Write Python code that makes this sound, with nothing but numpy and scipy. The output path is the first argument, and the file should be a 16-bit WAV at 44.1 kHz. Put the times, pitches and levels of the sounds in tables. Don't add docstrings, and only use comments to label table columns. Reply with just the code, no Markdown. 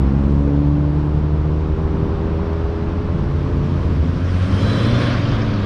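import sys
import numpy as np
from scipy import signal
from scipy.io import wavfile
from scipy.ndimage import uniform_filter1d

SR = 44100
rng = np.random.default_rng(int(sys.argv[2]) if len(sys.argv) > 2 else 0)


def master(y):
    cut = np.clip(np.atleast_2d(y).T, -1, 1)
    pcm = np.round(cut * 32767)
    wavfile.write(sys.argv[1], SR, pcm.astype(np.int16))


def decibels_to_gain(level_db):
    exponent = np.asarray(level_db, float) / 20
    return 10 ** exponent


N = 249503

# time_s, firing_hz, level_db
PULLER_REVS = [(0, 65.7, 2), (.2, 69.64, 0.5), (.6, 72.1, 0), (1.0, 74.38, -1.5), (1.4, 75.76, -2),
               (1.8, 78.3, -2.5), (2.4, 80.5, -3), (3.0, 83.28, -7), (3.6, 86.54, -3.5), (4.2, 89.13, -5),
               (4.8, 91.83, -4.5), (5.66, 97, -7.5)]
# order, level_db
PULLER_ORDERS = [(1, -19), (2, -24.5), (3, -29), (4, -30), (5, -33.5), (6, -39.5), (7, -45), (8, -49),
                 (9, -52), (10, -51.5)]
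# centre_hz, half_width_hz, lift_db
EXHAUST_PEAKS = [(72.8, 1.9, 2), (148.9, 5.95, 8.5), (175.2, 14.8, -10), (207.7, 6.8, 8.5),
                 (234.3, 11.6, -14.5), (270, 10, 3), (290, 5.65, 10), (298, 10, -0.5), (366.4, 12, -4),
                 (406, 13.16, 9), (459, 11, -6)]
# centre_hz, half_width_hz, lift_db
INTAKE_PEAKS = [(402, 15, -4), (426, 4.7, 5.5), (440, 7.1, -7.5), (466, 14, 5), (518, 7.7, -4),
                (572.7, 27, 9)]
# freq_hz, density_db_per_hz
RUMBLE_COLOUR = [(8.8, -43.5), (15, -11.5), (59, 1), (80, 0), (118, -4.5), (155, -5.5), (254, -12.5),
                 (312, -16.5), (400, -23.5), (520, -45.5), (880, -120)]
# freq_hz, density_db_per_hz
ROAR_COLOUR = [(88, -29), (150, 1.5), (254, -10), (317, -6.5), (377, -13.5), (425, -9.5), (708, -20),
               (900, -19), (1170, -33), (1980, -120)]
# freq_hz, density_db_per_hz
HISS_COLOUR = [(600, -5.5), (800, -8), (1050, -4.5), (1500, -12), (2000, -18.5), (3000, -22.5), (4500, -29),
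               (5700, -34), (6800, -43.5), (8500, -48.5), (10000, -56), (11500, -63.5), (12700, -70.5),
               (12900, -110)]
# closest_s, half_length_s, engine_lift_db, tyre_lift_db
CARS = [
    (0, 0.16, 0.5, 2),
    (0.593, 0.37, 2, 0),
    (2.096, 0.25, 3.5, 0),
    (2.502, 0.54, 1, 2.5),
    (3.098, .25, 2, 0.5),
    (3.902, .35, 3, 0.5),
]
# centre_s, half_length_s, roar_lift_db
LANE_BUNCHES = [
    (0.504, .3, 0.5),
    (2.847, 0.81, -1.5),
    (3.804, 0.2, 4),
    (4.2, 0.22, -3),
    (4.948, .35, 6),
]
# centre_s, level_db, length_s
CRUNCHES = [(.3, -90, .04), (1.04, -85, .012), (2.345, -73, .015), (2.39, -82, .04), (2.47, -79, .02),
            (2.515, -75, .035), (2.59, -80, .02), (4.87, -62, .012), (5.22, -72, .03)]
# time_s, clatter_db
TRUCK_NEARNESS = [(3.2, -47), (4.05, -48.5), (4.3, -44), (4.7, -35.5), (4.9, -35), (5.1, -32.5),
                  (5.18, -35), (5.3, -37), (5.66, -40.5)]
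# freq_hz, density_db_per_hz
CLATTER_COLOUR = [(1500, -1.5), (2000, -8), (2800, -11), (3300, -10), (4000, -14), (4600, -15), (5700, -18),
                  (7000, -27.5), (8200, -31), (9500, -32), (10200, -39), (11500, -43), (14500, -45),
                  (15600, -49.5)]
# freq_hz, density_db_per_hz
TRUCK_TYRE_COLOUR = [(350, -17), (450, -5.5), (560, 3), (700, 1.5), (830, -11), (1050, 1.5), (1400, -0.5),
                     (1800, -15), (2500, -13), (3000, -34.5)]
# time_s, cancelled_hz
GROUND_NOTCH = [(3.3, 720), (4.4, 853), (5.66, 840)]
# time_s, firing_hz, level_db
DRONE_REVS = [(3.2, 145.2, -28.5), (3.5, 145.3, -24.5), (4.0, 145.1, -27), (4.27, 141.3, -33),
              (5.0, 140, -43.5), (5.3, 142, -26), (5.66, 140.5, -37)]
# time_s, firing_hz, level_db
TRUCK_REVS = [(3.3, 50.7, -12), (3.7, 62.46, -10.5), (3.88, 68.6, -1), (4.08, 80.34, 2.5), (4.4, 91.9, -2),
              (4.75, 111.1, -1.5), (4.95, 118.7, 1.5), (5.12, 121.1, -0.5), (5.66, 100.4, -4)]
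# order, level_db
TRUCK_LOW_ORDERS = [(1, -20), (2, -29.5), (3, -37)]
# order, over_order_3_db
TRUCK_HIGH_ORDERS = [(2.5, 4.5), (4, -4.5), (4.5, -2.5), (5, -2.5), (8.5, -9), (9, -6), (11.5, -13)]
# centre_hz, width_hz, start_s, end_s, level_db
METAL_PARTS = [(3055, 45, 4.75, 5.12, -45), (3125, 45, 4.52, 4.97, -44), (3130, 60, 3.7, 4.5, -61),
               (3100, 90, 5.0, 5.4, -51), (3315, 26, 4.62, 4.82, -45.5), (3290, 80, 4.82, 5.12, -45),
               (3470, 70, 4.8, 5.12, -44), (3505, 21, 4.84, 4.98, -39.5), (3972, 15, 4.63, 4.9, -42),
               (4020, 60, 4.7, 5.1, -51), (4168, 15.5, 4.87, 5.0, -45), (5165, 45, 4.54, 4.95, -51),
               (5410, 45, 4.72, 5.12, -55), (8800, 1100, 4.2, 5.1, -61)]
# time_s, level_db
CHAIN_KNOCKS = [(5.21, -46), (5.235, -46), (5.285, -45), (5.315, -47), (5.415, -46), (5.535, -48)]
# mode_hz, level_db, t60_s
LINK_MODES = [(3150, 2, .1), (4590, 0, .12), (4850, -2, .1), (5165, 0, .11), (5750, -4, .08),
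              (6560, -7, .07)]


def bump(x, centre, width):
    return np.exp(-.5 * ((x - centre) / width) ** 2)


def evened(x):
    return x / np.sqrt(np.mean(x ** 2) + 1e-20)


def curves(rows):
    time_s, *columns = np.transpose(rows)
    return [np.interp(np.arange(N) / SR, time_s, c) for c in columns]


def fade_in(start_s, length_s):
    return np.clip((np.arange(N) / SR - start_s) / length_s, 0, 1)


def wander(top_hz):
    f = np.geomspace(top_hz / 20, top_hz, num=16)
    t = np.arange(0, N + 256, 256) / SR
    waves = np.sin(2 * np.pi * (f * t[:, None] + rng.random(len(f))))
    slow = (waves / np.sqrt(f)).sum(axis=1)
    return np.interp(np.arange(N) / SR, t, evened(slow))


def noise(colour, patchy_db, size=1024):
    hop, hz = size // 4, np.fft.rfftfreq(size, 1 / SR)
    a, b, patches = rng.standard_normal((N // hop + 5, len(hz), 3)).T
    patches = uniform_filter1d(patches, size=10, axis=0)
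    patches = evened(uniform_filter1d(patches, size=12, axis=1))
    f, db = np.transpose(colour)
    colour_db = np.interp(np.log(hz + 1), np.log(f + 1), db, left=-120, right=-120)
    spectra = (a + 1j * b) * decibels_to_gain(colour_db[:, None] + patchy_db * patches)
    return evened(signal.istft(spectra, nperseg=size, noverlap=size - hop)[1][:N])


def brightened(x, lift_db, edge_hz):
    high = signal.butter(3, edge_hz, "high", fs=SR, output="sos")
    return x + signal.sosfiltfilt(high, x) * (decibels_to_gain(lift_db) - 1)


def resonate(x, centre_hz, width_hz):
    turn = np.exp(2j * np.pi * np.cumsum(centre_hz * np.ones(N)) / SR)
    r = np.exp(-np.pi * width_hz / SR)
    smooth = signal.lfilter([1 - r], [1, -r], x * turn.conj())
    return 2 * (turn * smooth).real


def orders(firing_hz, levels, flutter_db, flutter_hz, slip_rad, lag_turns):
    turns = np.cumsum(firing_hz) / SR - lag_turns
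    out = np.zeros(N)
    for order, db in levels:
        phase = 2 * np.pi * order * turns + np.pi / 3 + slip_rad * wander(flutter_hz)
        level = np.sqrt(2) * decibels_to_gain(db + flutter_db * wander(flutter_hz))
        out += level * np.cos(phase)
    return out


def puller():
    firing_hz, loud_db = curves(PULLER_REVS)
    screen_db = -4 * np.maximum(np.arange(N) / SR - 4.7, 0)
    levels = []
    for order, db in PULLER_ORDERS:
        peaks = EXHAUST_PEAKS if order < 6 else INTAKE_PEAKS
        peak_db = sum(lift * bump(order * firing_hz, f, w) for f, w, lift in peaks)
        levels.append((order, db + loud_db + screen_db * (order > 1) + peak_db))
    return orders(firing_hz, levels, flutter_db=.7, flutter_hz=6, slip_rad=.12, lag_turns=.22)


def road():
    rumble_db, roar_db, hiss_db = -24.5, -28, -38.5
    t = np.arange(N) / SR
    engines_db = sum(db * bump(t, s, w) for s, w, db, _ in CARS)
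    tyres_db = sum(db * bump(t, s, w) for s, w, _, db in CARS)
    lane_db = sum(db * bump(t, s, w) for s, w, db in LANE_BUNCHES)
    rumble = decibels_to_gain(rumble_db + engines_db) * noise(RUMBLE_COLOUR, patchy_db=1.4, size=4096)
    roar = decibels_to_gain(roar_db + lane_db) * noise(ROAR_COLOUR, patchy_db=2.0, size=2048)
    gust_db = 3.5 * bump(t, .3, .15)
    hiss = brightened(noise(HISS_COLOUR, patchy_db=0.6), 2.5 - tyres_db + gust_db, edge_hz=6500)
    return rumble + roar + decibels_to_gain(hiss_db + tyres_db) * hiss


def grit():
    t = np.arange(N) / SR
    push = sum(decibels_to_gain(db) * bump(t, s, .5 * length_s) for s, db, length_s in CRUNCHES)
    clicks_per_s = 4000
    sizes = decibels_to_gain(4 * np.minimum(rng.exponential(size=N), 4))
    clicks = rng.standard_normal(N) * sizes * (rng.random(N) < clicks_per_s / SR)
    band = signal.butter(2, [10500, 16000], "band", fs=SR, output="sos")
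    return push * evened(signal.sosfilt(band, clicks))


def truck_clatter():
    t = np.arange(N) / SR
    near_db, = curves(TRUCK_NEARNESS)
    load_db = -2 - 9 * fade_in(4.79, .35)
    clatter = brightened(noise(CLATTER_COLOUR, patchy_db=1.5, size=512), load_db, edge_hz=5640)
    finest_db = .5 * (near_db + 38.5) - 20 * (1 - fade_in(3.7, .6))
    clatter = brightened(clatter, finest_db, edge_hz=17000)
    tyre_lead_s, tyre_over_clatter_db = .03, 5
    tyre_db = np.interp(t + tyre_lead_s, t, near_db) + tyre_over_clatter_db
    tyres = decibels_to_gain(tyre_db) * noise(TRUCK_TYRE_COLOUR, patchy_db=0.6)
    return fade_in(2.84, 1.0) * decibels_to_gain(0.53 * wander(60)) * (decibels_to_gain(near_db + 2.5) * clatter + tyres)


def drone():
    firing_hz, db = curves(DRONE_REVS)
    tone = orders(firing_hz, [(0.97, db)], flutter_db=1.5, flutter_hz=9.8, slip_rad=0.6, lag_turns=0)
    return fade_in(3.05, 0.086) * tone


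def truck_engine():
    firing_hz, loud_db = curves(TRUCK_REVS)
    clutch_db = -10 * bump(np.arange(N) / SR, 5.25, 0.065)
    far_db = -20 * (1 - fade_in(4.3, 0.25))
    levels = []
    for order, db in TRUCK_LOW_ORDERS:
        boom_db = 6 * bump(order * firing_hz, 221, 25)
        levels.append((order, db + loud_db + clutch_db * (order > 1) + boom_db))
    third_db = levels[-1][1]
    levels += [(order, third_db + db + far_db) for order, db in TRUCK_HIGH_ORDERS]
    engine = orders(firing_hz, levels, flutter_db=.9, flutter_hz=7, slip_rad=.15, lag_turns=.92)
    return fade_in(3.1, .4) * engine


def truck_metal():
    pure_width_hz, swell_s_per_khz = 14.5, .4
    shake = rng.standard_normal(N) * decibels_to_gain(1.5 * wander(30))
    t, out = np.arange(N) / SR, np.zeros(N)
    for hz, width_hz, start_s, end_s, db in METAL_PARTS:
        pure = min(pure_width_hz / width_hz, 1) ** 2
        rise = fade_in(start_s - .03, 0.017 + swell_s_per_khz * width_hz / 1000)
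        singing = rise * (1 - fade_in(end_s - .02, 0.056))
        fuzz = evened(resonate(resonate(shake, hz, width_hz), hz, width_hz))
        level = np.sqrt(2) * decibels_to_gain(1.5 + .8 * wander(12))
        tone = level * np.cos(2 * np.pi * hz * t + .45 * wander(14))
        out += decibels_to_gain(db) * singing * (np.sqrt(pure) * tone + np.sqrt(1 - pure) * fuzz)
    return out


def chain():
    out = np.zeros(N)
    luck = rng.standard_normal((len(CHAIN_KNOCKS), len(LINK_MODES), 2))
    for (start_s, db), knock_luck in zip(CHAIN_KNOCKS, luck):
        first = round(start_s * SR)
        age_s = np.arange(N - first) / SR
        attack = np.minimum(age_s / .003, 1)
        for (hz, mode_db, t60_s), (level_luck, pitch_luck) in zip(LINK_MODES, knock_luck):
            decay = decibels_to_gain(db + 3 + mode_db + 3 * level_luck - 60 * age_s / t60_s)
            ring = np.sin(2 * np.pi * hz * (1 + .004 * pitch_luck) * age_s)
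            out[first:] += attack * decay * ring
    return out


def scene():
    tyres = road() + truck_clatter()
    notch_hz, = curves(GROUND_NOTCH)
    tyres -= 0.44 * fade_in(3.18, 0.49) * resonate(tyres, notch_hz, 240)
    truck = truck_engine() + truck_metal() + chain()
    return (puller() + truck + drone() + tyres + grit())[None]


def band_limit(x):
    return signal.sosfilt(signal.butter(12, 15700, fs=SR, output="sos"), x)


def record(dry):
    ceiling, stop_s = 1.3, .004
    dry = dry * (1 - .7 * fade_in(N / SR - stop_s, stop_s))
    return band_limit(ceiling * np.tanh(dry / ceiling))


dry = scene()
out = record(dry)
master(out)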